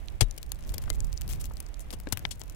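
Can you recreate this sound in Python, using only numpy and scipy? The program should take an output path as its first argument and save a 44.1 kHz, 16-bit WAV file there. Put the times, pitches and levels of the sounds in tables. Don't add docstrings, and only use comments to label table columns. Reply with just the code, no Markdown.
import sys
import numpy as np
from scipy import signal
from scipy.fft import rfft, irfft
from scipy.io import wavfile

SR = 44100
rng = np.random.default_rng(int(sys.argv[2]) if len(sys.argv) > 2 else 0)


def persist_wave(psi):
    counts = np.round(np.clip(psi, -1, 1) * 32767).astype(np.int16)
    wavfile.write(sys.argv[1], SR, np.atleast_2d(counts).T)


N = 112455

# start_s, level_db, pitch_hz, half_band_octaves, knock_db, left_minus_right_db
NEAR_PELLETS = [(0.0845, -31.5, 3520, 0.49, -56, -17), (0.311, -30.5, 6400, 0.55, -64, 31),
                (0.3791, -29, 6900, 1.6, -49, 25), (0.43, -29, 8000, 2.2, -43.5, 28),
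                (0.5195, -19, 7160, 0.95, -32, 29), (0.59, -45.5, 7500, 1, -46, 17),
                (0.6386, -43.5, 6250, 0.44, -46, 23), (0.6933, -33, 5670, 1.4, -56, 24),
                (0.7212, -40, 7400, 0.75, -46, 24), (0.782, -21.5, 8400, 2, -32.5, 23),
                (0.822, -38.5, 9500, 0.46, -44, 23), (0.8392, -36, 7400, 0.98, -38, 31),
                (0.9024, -17, 6000, 0.84, -25, 43), (0.953, -39.5, 8800, 0.66, -49, 22),
                (1.005, -26, 5830, 0.61, -42.5, 24), (1.0457, -35.5, 6900, 0.53, -56, 16),
                (1.1291, -30, 6260, 1.7, -64, 31), (1.1391, -40, 6300, 1.3, -55, 24),
                (1.1765, -29, 5200, 0.26, -61, 12), (1.2119, -30, 7900, 1, -41.5, 27),
                (1.218, -28, 7900, 1.8, -56, 24), (1.279, -31.5, 7900, 1.1, -51, 13),
                (1.3286, -32, 7100, 0.23, -53, 22), (1.3347, -29, 6900, 0.79, -36.5, 28),
                (1.412, -32.5, 7900, 0.81, -48, 13), (1.4156, -30.5, 7850, 0.3, -44, 27),
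                (1.4427, -31, 5000, 1.16, -42, 14), (1.4562, -31, 7900, 1.2, -65, 28),
                (1.57, -34.5, 6060, 0.57, -46, 29), (1.6036, -25, 8400, 0.8, -41, 35),
                (1.6649, -39, 6200, 0.62, -48, 17), (1.7429, -38.5, 4500, 0.92, -77, -8),
                (1.7952, -35.5, 8360, 0.62, -44, 25), (1.9058, -30.5, 4170, 1.14, -43, 23),
                (2.0013, -35.5, 10900, 0.68, -43.5, 11), (2.1735, -22.5, 9000, 3.1, -34.5, 32),
                (2.1935, -34, 7560, 0.82, -44.5, 24), (2.2525, -16, 2590, 0.27, -20, 43),
                (2.396, -36.5, 9000, 0.38, -53, 23), (2.4162, -30.5, 4040, 0.68, -32.5, 36),
                (2.437, -39, 9800, 0.62, -50, 4), (2.4983, -34, 6840, 0.88, -46.5, 30)]
# time_s, gain_db
PATTER_STRENGTH = [(0, -6.5), (.3, -10), (.55, -0.5), (.75, -0.5), (1.1, 3), (1.42, 2), (1.62, 3),
                   (1.75, -11), (2.05, -5), (2.2, -5), (2.45, -2.5), (2.55, 0)]
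# start_s, level_db, hold_end_s (after start), decay_s, pitch_hz,
# half_band_octaves, body_re_crust_db, left_minus_right_db
CRUST_CRUNCHES = [(0.2073, -17, 0.0033, 0.0077, 4170, 1.21, -7.5, 33),
                  (0.3767, -39, 0.0068, 0.0014, 4900, 1.3, -12, 12),
                  (0.694, -47, .006, 0.0096, 6900, 3, -21, 14),
                  (0.7382, -34, 0.0043, 0.0039, 7200, 2.4, -11, 4.5),
                  (1.288, -40.5, 0.031, 0.022, 8360, 2.5, -13, 11),
                  (1.397, -48, 0.021, 0.0076, 8000, 1.6, -18, 2),
                  (1.438, -47.5, 0.024, .007, 7100, 1.5, -17, 13),
                  (1.803, -44, 0.0055, 0.01, 8200, .6, -16, 18),
                  (1.907, -45, 0.0057, 0.0047, 6000, 1.4, -17, 8),
                  (1.926, -39, 0.012, 0.0057, 4940, 1.32, -3, 12),
                  (2.0867, -40.5, 0.0018, .002, 6000, 0.73, -11, 10),
                  (2.1228, -20, 0.0031, 0.0041, 6400, 1.1, -12, 32),
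                  (2.172, -44, .008, .004, 8000, 1.8, -16, 18),
                  (2.308, -35, 0.0086, 0.0096, 5370, 0.87, -16.5, 14),
                  (2.398, -49, 0.013, 0.0069, 6400, 2.3, -9, 23)]
# mode_hz, relative_db, t60_s
CASE_MODES = [(2780, -11, 0.14), (2950, 5, 0.088), (3350, 12, .04), (3810, -5, 0.14), (5400, -10, 0.015)]
# start_s, level_db, initial_pitch_hz, rise_s, decay_s
GROUND_THUMPS = [(0.2105, -8.5, 112.8, 0.015, 0.0071), (0.2139, -12.5, 37.7, 0.011, 0.041),
                 (0.213, -23.5, 323, 0.0054, 0.0083), (2.0714, -22, 260, 0.00065, 0.0026),
                 (2.125, -25, 254, 0.00072, 0.0047), (2.126, -22, 104, 0.0057, .011),
                 (2.1748, -29, 106, 0.0036, .009), (2.253, -30, 153, 0.0021, 0.0038)]
# start_s, level_db, rise_s, decay_s, pitch_hz, half_band_octaves
SNOW_SCUFFS = [(.216, -28.5, 0.0056, 0.0055, 386, 0.31), (.877, -38, 0.0026, 0.0039, 940, 0.81),
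               (.902, -34, .002, 0.0052, 370, 0.54), (1.508, -40.5, 0.0028, 0.0062, 726, 0.72),
               (1.908, -45.5, 0.0036, 0.0066, 277.8, .8), (1.928, -35.5, 0.01, 0.0098, 186, 0.72),
               (2.0716, -35, 0.00059, 0.0019, 1700, 0.28), (2.0724, -32, 0.0014, 0.007, 326, 0.42),
               (2.125, -29, 0.0006, 0.0039, 1740, 0.27), (2.2537, -28, 0.0002, 0.001, 1458, 0.11)]
# start_s, peak_db, pitch_hz, t60_s, left_minus_right_db
PELLET_RINGS = [(.9025, -40, 2080, 0.094, 24)]
# time_s, left_db, right_db
WIND_LEVELS = [(0, -49.5, -36), (.15, -46, -33.5), (.42, -43, -44.5), (0.512, -42.5, -26.5),
               (.61, -44, -38.5), (.70, -31.5, -26.5), (.80, -38.5, -39), (.89, -34.5, -23),
               (1.05, -35.5, -26.5), (1.18, -43.5, -32), (1.30, -31, -31.5), (1.5, -39, -30),
               (1.72, -52, -38), (1.85, -42.5, -37), (1.97, -38.5, -37), (2.2, -38, -42.5),
               (2.55, -45.5, -38)]
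# frequency_hz, relative_db_per_hz
WIND_LEFT_SPECTRUM = [(12, -2), (25, -7), (45, 2.5), (70, -4.5), (120, -5.5), (180, -14.5), (300, -24.5),
                      (600, -31), (1500, -43), (5000, -67)]
WIND_RIGHT_SPECTRUM = [(12, -6.5), (25, -5), (42, 5.5), (65, -1), (100, -13), (160, -26.5), (300, -33),
                       (600, -46.5), (1500, -61), (5000, -87)]
# frequency_hz, relative_db_per_hz
AIR_SPECTRUM = [(20, 11.5), (120, 4.5), (300, 5.5), (450, -0.5), (650, 1.5), (900, -4), (1300, -6.5),
                (2500, -8), (4500, -19), (9000, -22), (15000, -25.5), (20000, -36)]

LEAD_S, CRUSH_S, CRUSH_DB = 0.0013, 0.00034, 2.5
MEAN_REBOUND_S, REBOUND_SHARE = 0.00053, 0.32
RATTLE_S, RATTLE_DB = 0.001, -7
NEAR_SKITTER_S, NEAR_SKITTER_DB = 0.0035, -17
FINE_SKITTER_S, FINE_SKITTER_DB = 0.003, -1
KNOCK_HZ, KNOCK_HALF_BAND_OCTAVES, KNOCK_DECAY_S = 596, 2.64, 0.0026
PELLET_TRIM_DB, KNOCK_TRIM_DB = -0.5, 1

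PATTER_PER_S, PATTER_FLOOR_DB, PATTER_SPREAD_DB, PATTER_MAX_RISE_DB = 210, -61, 6, 17
PATTER_MEDIAN_HZ, PATTER_PITCH_SPREAD_OCTAVES, PATTER_HALF_BAND_OCTAVES = 7040, 0.4, 1
PATTER_MEAN_PAN_DB, PATTER_PAN_SPREAD_DB = 8, 5.5

CRACKS_PER_S, CRACK_SPREAD_DB, YIELD_S, CRUNCH_TRIM_DB = 8000, 6, 0.0021, 1.5
BODY_HZ, BODY_HALF_BAND_OCTAVES = 600, 0.72
CASE_DB = -21
THUMP_PAN_DB, THUMP_SAG, SCUFF_PAN_DB = 25, 0.053, 19.5
GRIT_DB, GRIT_HZ, GRIT_DECAY_S = -9, 1700, 0.0052
AIR_DB, AIR_WAVER_DB = -54, 2
TOP_HZ = 15800


def undb(db):
    return 10 ** (np.asarray(db) / 20)


def unit(x):
    return x / np.sqrt(np.sum(x ** 2) + 1e-18)


def burst(x, db):
    return unit(x) * undb(db) * np.sqrt(SR / 1000)


def band(x, hz, half_band_octaves):
    high_hz = min(hz * 2 ** half_band_octaves, 0.45 * SR)
    low_hz = hz / 2 ** half_band_octaves
    sos = signal.butter(2, [low_hz, high_hz], "band", fs=SR, output="sos")
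    return signal.sosfilt(sos, x)


def swell(t, rise_s, decay_s):
    return np.minimum(t / rise_s, 1) * np.exp(-np.maximum(t - rise_s, 0) / decay_s)


def damped_sine(t, hz, t60_s):
    return np.sin(2 * np.pi * hz * t) * np.exp(-np.log(1000) * t / t60_s)


def sides(pan_db):
    return undb(np.minimum([pan_db, -pan_db], 0))


def add(out, start_s, sound):
    i = int(start_s * SR)
    out[:, i:i + sound.shape[1]] += sound[:, :N - i]


def tick(hz, half_band_octaves, skitter_s, skitter_db, size=700):
    lead = int(LEAD_S * SR)
    t = (np.arange(size) - lead) / SR
    push = np.zeros((2, size))
    push[:, lead] = 1
    for port in push:
        rebound = int(MEAN_REBOUND_S * SR * rng.uniform(0.7, 1.3))
        port[lead + rebound] += REBOUND_SHARE * rng.choice([-1, 1])
        crush = rng.standard_normal(size) * (t < 0) * np.exp(-abs(t) / CRUSH_S)
        rattle = rng.standard_normal(size) * (t > 0) * np.exp(-abs(t) / RATTLE_S)
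        skitter = rng.standard_normal(size) ** 3 * (t > 0) * np.exp(-abs(t) / skitter_s)
        port += undb(CRUSH_DB) * unit(crush)
        port += undb(RATTLE_DB) * unit(rattle)
        port += undb(skitter_db) * unit(skitter)
    return band(push, hz, half_band_octaves)


def panned_tick(ports, db, pan_db):
    return np.array([gain * burst(x, db) for gain, x in zip(sides(pan_db), ports)])


def pellets(size=700):
    out, t = np.zeros((2, N)), np.arange(size) / SR
    for start_s, db, hz, octaves, knock_db, pan_db in NEAR_PELLETS:
        push = unit(rng.standard_normal(size) * np.exp(-t / KNOCK_DECAY_S)) + (t == 0)
        knock = burst(band(push, KNOCK_HZ, KNOCK_HALF_BAND_OCTAVES), knock_db + KNOCK_TRIM_DB)
        ports = tick(hz, octaves, NEAR_SKITTER_S, NEAR_SKITTER_DB)
        add(out, start_s - LEAD_S, panned_tick(ports, db + PELLET_TRIM_DB, pan_db))
        add(out, start_s, np.outer(sides(pan_db), knock))
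    return out


def pings(size=8000):
    out, t = np.zeros((2, N)), np.arange(size) / SR
    for start_s, db, hz, t60_s, pan_db in PELLET_RINGS:
        add(out, start_s, np.outer(sides(pan_db), undb(db) * damped_sine(t, hz, t60_s)))
    return out


def patter(count=900):
    out = np.zeros((2, N))
    gaps, sizes = rng.exponential(size=(count, 2)).T
    pitches, places = rng.standard_normal((count, 2)).T
    starts_s = np.cumsum(gaps) / PATTER_PER_S
    times_s, strength_db = np.array(PATTER_STRENGTH).T
    for start_s, pellet_size, pitch, place in zip(starts_s, sizes, pitches, places):
        if start_s >= N / SR:
            break
        rise_db = min(PATTER_SPREAD_DB * pellet_size, PATTER_MAX_RISE_DB)
        db = PATTER_FLOOR_DB + rise_db + np.interp(start_s, times_s, strength_db)
        hz = PATTER_MEDIAN_HZ * 2 ** (PATTER_PITCH_SPREAD_OCTAVES * pitch)
        pan_db = PATTER_MEAN_PAN_DB + PATTER_PAN_SPREAD_DB * place
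        ports = tick(hz, PATTER_HALF_BAND_OCTAVES, FINE_SKITTER_S, FINE_SKITTER_DB)
        add(out, start_s, panned_tick(ports, db, pan_db))
    return out


def crunches(size=6000):
    out, t = np.zeros((2, N)), np.arange(size) / SR
    for start_s, db, hold_end_s, decay_s, hz, octaves, body_db, pan_db in CRUST_CRUNCHES:
        fade = np.minimum(t / YIELD_S, 1) * np.exp(-np.maximum(t - hold_end_s, 0) / decay_s)
        ports = []
        for gain in sides(pan_db):
            cracks = (rng.random(size) < CRACKS_PER_S / SR) * rng.choice([-1, 1], size)
            cracks = cracks * undb(CRACK_SPREAD_DB * rng.uniform(-2.4, 2.4, size))
            crust = unit(band(cracks, hz, octaves))
            body = undb(body_db) * unit(band(cracks, BODY_HZ, BODY_HALF_BAND_OCTAVES))
            ports.append(gain * undb(db + CRUNCH_TRIM_DB) * np.sqrt(size) * fade * (crust + body))
        add(out, start_s, np.array(ports))
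    return out


def case(x, size=5000):
    t = np.arange(size) / SR
    ring = sum(undb(db) * damped_sine(t, hz, t60_s) for hz, db, t60_s in CASE_MODES)
    return x + undb(CASE_DB) * signal.fftconvolve(x, unit(ring)[None], axes=1)[:, :N]


def thumps(size=9000):
    out, t = np.zeros((2, N)), np.arange(size) / SR
    for start_s, db, hz, rise_s, decay_s in GROUND_THUMPS:
        sagging_hz = hz / (1 + THUMP_SAG * t / (rise_s + decay_s))
        swing = -np.sin(2 * np.pi * np.cumsum(sagging_hz) / SR)
        rough = np.sqrt(size) * unit(band(rng.standard_normal(size), GRIT_HZ, 1))
        grit = undb(GRIT_DB) * rough * np.exp(-t / GRIT_DECAY_S)
        thump = undb(db) * swell(t, rise_s, decay_s) * (swing + grit)
        add(out, start_s, np.outer(sides(THUMP_PAN_DB), thump))
    return out


def scuffs(size=4000):
    out, t = np.zeros((2, N)), np.arange(size) / SR
    for start_s, db, rise_s, decay_s, hz, octaves in SNOW_SCUFFS:
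        envelope = swell(t, rise_s, decay_s)
        rub = unit(band(rng.standard_normal(size), hz, octaves) * envelope)
        scuff = undb(db) * rub * np.sqrt(np.sum(envelope ** 2))
        add(out, start_s, np.outer(sides(SCUFF_PAN_DB), scuff))
    return out


def noise(spectrum):
    hz, db = np.array(spectrum).T
    bins_hz = np.fft.rfftfreq(N, 1 / SR)
    gain = undb(np.interp(np.log(bins_hz + 1), np.log(hz), db))
    return unit(irfft(rfft(rng.standard_normal(N)) * gain, N)) * np.sqrt(N)


def wind():
    times_s, left_db, right_db = np.array(WIND_LEVELS).T
    t = np.arange(N) / SR
    left = noise(WIND_LEFT_SPECTRUM) * undb(np.interp(t, times_s, left_db))
    right = noise(WIND_RIGHT_SPECTRUM) * undb(np.interp(t, times_s, right_db))
    return np.array([left, right])


def air(count=40):
    waver = np.interp(np.arange(N), np.linspace(0, N, count), rng.standard_normal(count))
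    return np.array([noise(AIR_SPECTRUM), noise(AIR_SPECTRUM)]) * undb(AIR_DB + AIR_WAVER_DB * waver)


def scene():
    background = wind() + air()
    bird = thumps() + scuffs() + case(crunches())
    ice = pellets() + pings() + patter()
    return background + bird + ice


def record(dry):
    return signal.sosfilt(signal.ellip(8, 0.2, 70, TOP_HZ, fs=SR, output="sos"), dry)


dry = scene()
out = record(dry)
persist_wave(out)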